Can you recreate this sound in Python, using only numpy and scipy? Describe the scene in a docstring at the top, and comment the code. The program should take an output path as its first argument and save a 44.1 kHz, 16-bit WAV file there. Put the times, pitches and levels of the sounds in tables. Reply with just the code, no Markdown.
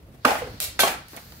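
"""Bamboo canes burst and split in the mouth of a brick firebox, heard from close by between hard walls.
Pops, snaps and a long tear are shaped bursts of grainy noise; a hollow resonance colours the pops.
Decaying sines add the hum of the tubes and the ring of the torn cane wall.
Each crack is followed by filtered noise that builds, holds and dies like reflections in a yard.
Behind them, fluttering low noise is the flames, bright noise is the steam, sparse clicks are the embers."""
import sys
import numpy as np
from scipy import signal
from scipy.fft import rfft, irfft
from scipy.io import wavfile
from scipy.ndimage import uniform_filter1d

SR = 44100
rng = np.random.default_rng(int(sys.argv[2]) if len(sys.argv) > 2 else 0)


def master_out(mix):
    """Clip the mix to full scale and print it as 16-bit PCM to the path in sys.argv[1]."""
    frames = np.transpose(np.atleast_2d(mix))
    ceiling = np.clip(frames, -1, 1)
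    pcm = np.round(ceiling * 32767).astype(np.int16)
    wavfile.write(sys.argv[1], SR, pcm)


N = 61740
T = np.arange(N) / SR
SIZE = 2 ** 17   # FFT length in samples
HZ = np.maximum(np.arange(SIZE // 2 + 1) * SR / SIZE, 1)
OCTAVES = np.log2(np.maximum(HZ, 300) / 1000)   # octaves from 1 kHz, flat below 300 Hz

# Left-right likeness of the reflections and the fire. Each row: frequency in Hz, correlation.
DIFFUSE_LIKENESS = [(60, 1), (160, .95), (300, 0.86), (600, 0.64), (1200, -0.17), (2500, 0.12),
                    (8000, -0.1), (15000, -0.006)]


def pops():
    """Steam bursts a cane wall and the hollow behind it resonates; lesser knocks follow."""
    # Each row: start in seconds, level in dB, swell in s, fall in s, pitch in Hz, resonance in dB,
    # tilt in dB per octave, reverberation in dB relative to the direct sound, left-over-right pan in dB.
    pop_events = [(.2470, -8, 0.0051, 0.0054, 1274, 16, -1, -11, -1.5),
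                  (0.258, -24.5, 0.0032, 0.0037, 660, 14, -3, -25, -5),
                  (.2870, -44, 0.0022, 0.0051, 760, 24, 6, -12, 9),
                  (0.3047, -15, 0.0012, 0.0085, 812, 23.5, 0.5, -14.5, 2),
                  (.3525, -23, 0.002, 0.0066, 718, 20, 0.5, -11, -2),
                  (.4185, -22.5, 0.0012, 0.0058, 500, 22.5, -0.5, -25, -2),
                  (.4690, -34.5, 0.0043, 0.014, 485, 15, -2, -20, 2),
                  (0.7904, -14.5, 0.0022, 0.0074, 1490, 6.5, 2, -11.5, 0),
                  (0.8296, -14, 0.0062, 0.0078, 1120, 6, 0.5, -9, -2),
                  (.8745, -19, 0.0023, 0.013, 680, 8.5, 2.5, -12, -1),
                  (.9380, -33, 0.0027, .007, 380, 13, 0.5, -17.5, 1),
                  (1.1315, -36.5, .001, 0.0036, 830, 7, -2, -10.5, 3.5),
                  (1.159, -42, 0.014, 0.014, 596, 10, -2.5, -26, 3.5),
                  (1.1700, -38.5, 0.0022, 0.013, 2100, 12, 2.5, -23, -4),
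                  (1.3210, -41.5, 0.0019, 0.0044, 1400, 1.5, 1.5, -19, -2)]
    # Basic tone of the direct pop. Each row: frequency in Hz, relative density in dB per Hz.
    pop_colour = [(40, -50), (100, -35.5), (170, -10), (250, -2), (400, -4), (750, -3.5), (1400, -6.5),
                  (2600, -8.5), (5000, -15.5), (9000, -22), (15500, -33)]
    # Basic tone of its reflections. Each row: frequency in Hz, relative density in dB per Hz.
    tail_colour = [(40, -37), (100, -40), (170, -16.5), (250, -10.5), (380, -11.5), (560, -2.5),
                   (780, -1.5), (980, -6.5), (1250, -5), (2300, -9.5), (3600, -17.5), (6000, -22.5),
                   (10000, -22.5), (15500, -22.5)]
    resonance_octaves = 0.34   # half-width of the resonance, at half its dB height
    out = 0
    for start, db, swell, fall, pitch, resonance_db, tilt_db, wet_db, pan_db in pop_events:
        hollow = resonance_db / (1 + (np.log2(HZ / pitch) / resonance_octaves) ** 2)
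        tilt = tilt_db * OCTAVES
        direct = burst(at_hz(pop_colour) + hollow + tilt, swell, fall, pan_db)
        tail = yard(at_hz(tail_colour) + tilt, swell)
        out = out + from_db(db) * delayed(direct + from_db(wet_db) * tail, start)
    return out


def tube():
    """The air in a burst or knocked cane hums on as decaying sines."""
    # Hollow notes. Each row: start in seconds, frequency in Hz, level in dB, t60 in seconds.
    tube_notes = [(.249, 1216, -12.5, 0.03), (0.2525, 1470, -20, 0.019), (0.255, 254.6, -23, 0.16),
                  (.259, 780, -24.5, 0.34), (.259, 836.5, -21.5, 0.39), (.419, 503.5, -30.5, 0.18),
                  (.419, 445.3, -37, 0.29), (0.792, 1542, -20.5, 0.17), (.834, 1104, -18, .12),
                  (.834, 683, -21, 0.17), (0.833, 192.6, -35.5, .15), (0.833, 394, -30, 0.24)]
    swell_s = 0.0023
    hum = 0
    for start, hz, db, t60 in tube_notes:
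        note = ring(hz, t60, swell_s)[:1]   # one channel, placed by from_right
        hum = hum + delayed(from_db(db) * note, start)
    return from_right(hum)


def split():
    """A crack runs along a cane and sets its stiff wall ringing unevenly."""
    # Ringing of the cane wall. Each row: frequency in Hz, level in dB before wall_db, t60 in seconds.
    wall_modes = [(2333, -30, .3), (2699, -29, .3), (3215, -30, .3), (3458, -32, .3), (3728, -29, .22),
                  (4215, -31, .22), (6093, -28, .28), (6977, -35, .22), (8231, -34, .25), (8480, -38, .35),
                  (9782, -27, .18), (11222, -29, .18), (11638, -31, .2), (15300, -28, .2)]
    # Basic tone of the tear. Each row: frequency in Hz, relative density in dB per Hz.
    tear_colour = [(100, -35), (300, -6), (700, -1.5), (1100, -11), (1900, -5.5), (2800, -5.5),
                   (4200, -2.5), (5200, -5), (7000, -6.5), (9000, -10), (11500, -3.5), (15500, -9)]
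    start_s, swell_s, fall_s = .7912, .017, .012
    tear_db, wet_db, pan_db = -13.5, -10.5, -2.5
    peak_db, peak_width_hz = 8.5, 87   # the tearing noise is strongest around the wall's modes
    wall_db, wall_swell_s = 1, 0.015
    waver_hz, waver_depth = 35.3, 1

    peaks = np.max([np.exp(-((HZ - hz) / peak_width_hz) ** 2) for hz, _, _ in wall_modes], axis=0)
    spectrum = at_hz(tear_colour) + peak_db * peaks
    direct = burst(spectrum, swell_s, fall_s, pan_db)
    tear = direct + from_db(wet_db) * yard(spectrum, swell_s)
    wall = 0
    for hz, mode_db, t60 in wall_modes:
        # each mode wavers at random, separately in each ear
        waver = rms_one(1 + waver_depth * np.array([drift(waver_hz), drift(waver_hz)]))
        wall = wall + from_db(wall_db + mode_db) * waver * ring(hz, t60, wall_swell_s)
    return delayed(from_db(tear_db) * tear + wall, start_s)


def snaps():
    """Single fibres part with a very short, dry click."""
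    # Each row: start in seconds, level in dB, swell in s, fall in s, tilt in dB per octave,
    # reverberation in dB relative to the direct sound, left-over-right pan in dB.
    snap_events = [(.1470, -57.5, .001, .002, -2, -9, 5), (0.2512, -20.5, 0.0011, .0017, -5, -16.5, -26),
                   (0.6015, -16, 0.0014, 0.0016, 1, -9.5, -3),
                   (1.0830, -41, 0.00084, 0.0035, 0.5, -10.5, 0),
                   (1.1640, -32.5, .0005, 0.0045, 2, -19, -1)]
    # Basic tone of a snap. Each row: frequency in Hz, relative density in dB per Hz.
    snap_colour = [(100, -26), (350, -14), (630, -1.5), (850, -9.5), (1600, -6.5), (2300, -3), (4300, -1.5),
                   (5600, -5), (8000, -3.5), (11500, -1.5), (15500, -5.5)]
    out = 0
    for start, db, swell, fall, tilt_db, wet_db, pan_db in snap_events:
        spectrum = at_hz(snap_colour) + tilt_db * OCTAVES
        direct = burst(spectrum, swell, fall, pan_db)
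        tail = yard(spectrum, swell)
        out = out + from_db(db) * delayed(direct + from_db(wet_db) * tail, start)
    return out


def jet():
    """A thin jet of steam sings faintly through the fresh split: high, narrow-toned noise."""
    # Loudness over time. Each row: time in seconds, level in dB.
    jet_level = [(1.03, -83), (1.12, -49), (1.2, -52.5), (1.4, -52)]
    # Tone of the jet. Each row: frequency in Hz, relative density in dB per Hz.
    jet_colour = [(3000, -23), (6500, -5), (10000, -9.5), (13500, -1), (14500, 3.5), (15400, -6.5)]
    return level_curve(jet_level) * rms_one(colour(stereo_noise(DIFFUSE_LIKENESS), at_hz(jet_colour)))


def steam_and_embers():
    """Steam hisses from the canes as noise; embers tick as random sparse clicks of the same tone."""
    # Loudness of the hiss over time. Each row: time in seconds, level in dB.
    steam_level = [(0, -68.5), (.15, -84), (.24, -54), (.45, -49), (.58, -50.5), (.78, -51.5), (1.06, -54),
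                   (1.17, -49), (1.27, -52.5), (1.4, -54)]
    # Tone of hiss and ticks. Each row: frequency in Hz, relative density in dB per Hz.
    steam_colour = [(300, -14), (600, -6.5), (1400, 5), (3000, -1.5), (4500, 6), (7000, -9), (11000, -11.5),
                    (14500, -12), (15600, -7)]
    ticks_per_s, ticks_db = 53, -14.5   # level relative to the hiss
    spectrum = at_hz(steam_colour)
    clicks = (rng.random(N) < ticks_per_s / SR) * rng.standard_normal((2, N))
    ticks = rms_one(colour(clicks, spectrum))
    hiss = rms_one(colour(stereo_noise(DIFFUSE_LIKENESS), spectrum))
    return level_curve(steam_level) * (hiss + from_db(ticks_db) * ticks)


def flames():
    """Flames rumble as low noise whose level flutters at random."""
    # Loudness before the flutter. Each row: time in seconds, level in dB.
    flame_level = [(0, -48), (.15, -47), (.25, -50), (.44, -39.5), (.62, -48.5), (.85, -46), (1.1, -51),
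                   (1.4, -48.5)]
    # Tone of the rumble. Each row: frequency in Hz, relative density in dB per Hz.
    flame_colour = [(25, -24), (55, -0.5), (105, -1.5), (160, -6.5), (240, -10), (400, -16.5), (600, -19),
                    (1000, -25.5), (3000, -33.5), (7000, -41.5), (15000, -38.5)]
    flutter_db, flutter_hz = 2, 20.4
    flutter = from_db(flutter_db * drift(flutter_hz))
    rumble = rms_one(colour(stereo_noise(DIFFUSE_LIKENESS), at_hz(flame_colour)))
    return level_curve(flame_level) * flutter * rumble


def yard(spectrum, swell):
    """Reflections of one crack: they build up, hold briefly and die away band by band."""
    # Reverberation of the yard. Each row: band centre in Hz, t60 in seconds.
    yard_t60 = [(150, 0.58), (600, 0.32), (1500, 0.38), (4000, 0.35), (9000, 0.27), (15000, 0.16)]
    build_s, hold_s = 0.006, 0.042   # the crack's own swell lengthens the build-up
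    noise = rms_one(colour(stereo_noise(DIFFUSE_LIKENESS), spectrum + ripple()))
    noise_spectrum = rfft(noise, SIZE)
    centres, t60s = np.transpose(yard_t60)
    out = 0
    for share, t60 in zip(np.eye(len(centres)), t60s):
        # overlapping triangular bands that add up to the whole
        weight = np.interp(np.log(HZ), np.log(centres), share)
        band = irfft(noise_spectrum * weight)[:, :N]
        out = out + band * from_db(-60 * np.maximum(T - hold_s, 0) / t60)
    return out * (1 - np.exp(-(T / (build_s + swell)) ** 2))


def ripple():
    """Random narrow peaks and dips that the firebox gives the reflections, fading out in the bass, in dB."""
    ripple_db, spacing_hz = 3, 70
    knots = rng.standard_normal(size=1000)
    bumps = np.interp(HZ / spacing_hz, np.arange(len(knots)), knots)
    return ripple_db * bumps * np.clip(OCTAVES + 1, 0, 1)


def burst(spectrum, swell, fall, pan_db):
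    """A run of tiny uneven fractures that swells and dies; about rms 1 at its height before panning."""
    # Left-right likeness of the direct sound. Each row: frequency in Hz, correlation.
    direct_likeness = [(200, 1), (700, 0.94), (1400, 0.64), (3000, 0.21), (8000, 0.028)]
    grain_db = 4   # spread of the fractures' level
    shape = np.minimum(T / swell, 1) * np.exp(-np.maximum(T - swell, 0) / fall)
    unevenness = rms_one(uniform_filter1d(rng.standard_normal(N), size=12))
    grains = from_db(grain_db * unevenness)
    sound = from_right(colour(stereo_noise(direct_likeness) * grains * shape, spectrum))
    pan = from_db([[pan_db / 2], [-pan_db / 2]])
    return rms_one(sound) * np.sqrt(np.mean(shape ** 2)) * pan


def ring(hz, t60, swell):
    """One decaying mode, with unrelated phases in its two channels."""
    phase = rng.uniform(0, 2 * np.pi, (2, 1))
    decay = from_db(-60 * np.maximum(T - swell, 0) / t60)
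    return np.sin(2 * np.pi * hz * T + phase) * np.minimum(T / swell, 1) * decay


def from_right(x):
    """The canes lie a little to the right, so their sound reaches the left ear slightly later."""
    left_lag_s = .00011
    return np.array([np.interp(T - left_lag_s, T, x[0], left=0), x[-1]])


def stereo_noise(likeness):
    """White noise whose left-right correlation follows a table over frequency."""
    mid, side = rfft(rng.standard_normal((2, N)), SIZE)
    alike = np.clip(at_hz(likeness), -.99, .99)
    mid, side = mid * np.sqrt(1 + alike), side * np.sqrt(1 - alike)
    return irfft([mid + side, mid - side])[:, :N]


def colour(x, db):
    """Causal (minimum-phase) filter with the given gain curve, built by folding its cepstrum."""
    cepstrum = irfft(np.log(from_db(db)))
    cepstrum[1:SIZE // 2] *= 2
    cepstrum[SIZE // 2 + 1:] = 0
    return irfft(rfft(x, SIZE) * np.exp(rfft(cepstrum)))[..., :N]


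def drift(rate):
    """Smooth random wander with rms 1: noise through a two-pole low-pass at rate Hz."""
    r = np.exp(-2 * np.pi * rate / SR)
    wander = signal.lfilter([1], [1, -2 * r, r * r], rng.standard_normal(2 * N))
    return rms_one(wander[N:])   # the settling half is dropped


def delayed(x, s):
    """Move a sound to its starting time."""
    return np.pad(x, ((0, 0), (max(int(s * SR), 0), 0)))[:, :N]


def level_curve(points):
    """Gain over time from a table of seconds and dB."""
    return from_db(np.interp(T, *np.transpose(points)))


def at_hz(points):
    """Read a table on a log-frequency axis."""
    f, v = np.transpose(points)
    return np.interp(np.log(HZ), np.log(f), v)


def from_db(db):
    """Decibels to gain."""
    return 10 ** (np.asarray(db) / 20)


def rms_one(x):
    """Scale to rms 1."""
    return x / np.sqrt(np.mean(x ** 2) + 1e-20)


def scene():
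    """Cracks over the burning fire."""
    cracks = pops() + tube() + split() + snaps()
    fire = jet() + steam_and_embers() + flames()
    return cracks + fire


def record(dry):
    """Peaks are rounded by soft saturation and the top is cut steeply."""
    cutoff_hz = 15700
    low_pass = signal.ellip(12, .1, 90, cutoff_hz, fs=SR, output="sos")
    return signal.sosfilt(low_pass, np.tanh(dry))


dry = scene()
out = record(dry)
master_out(out)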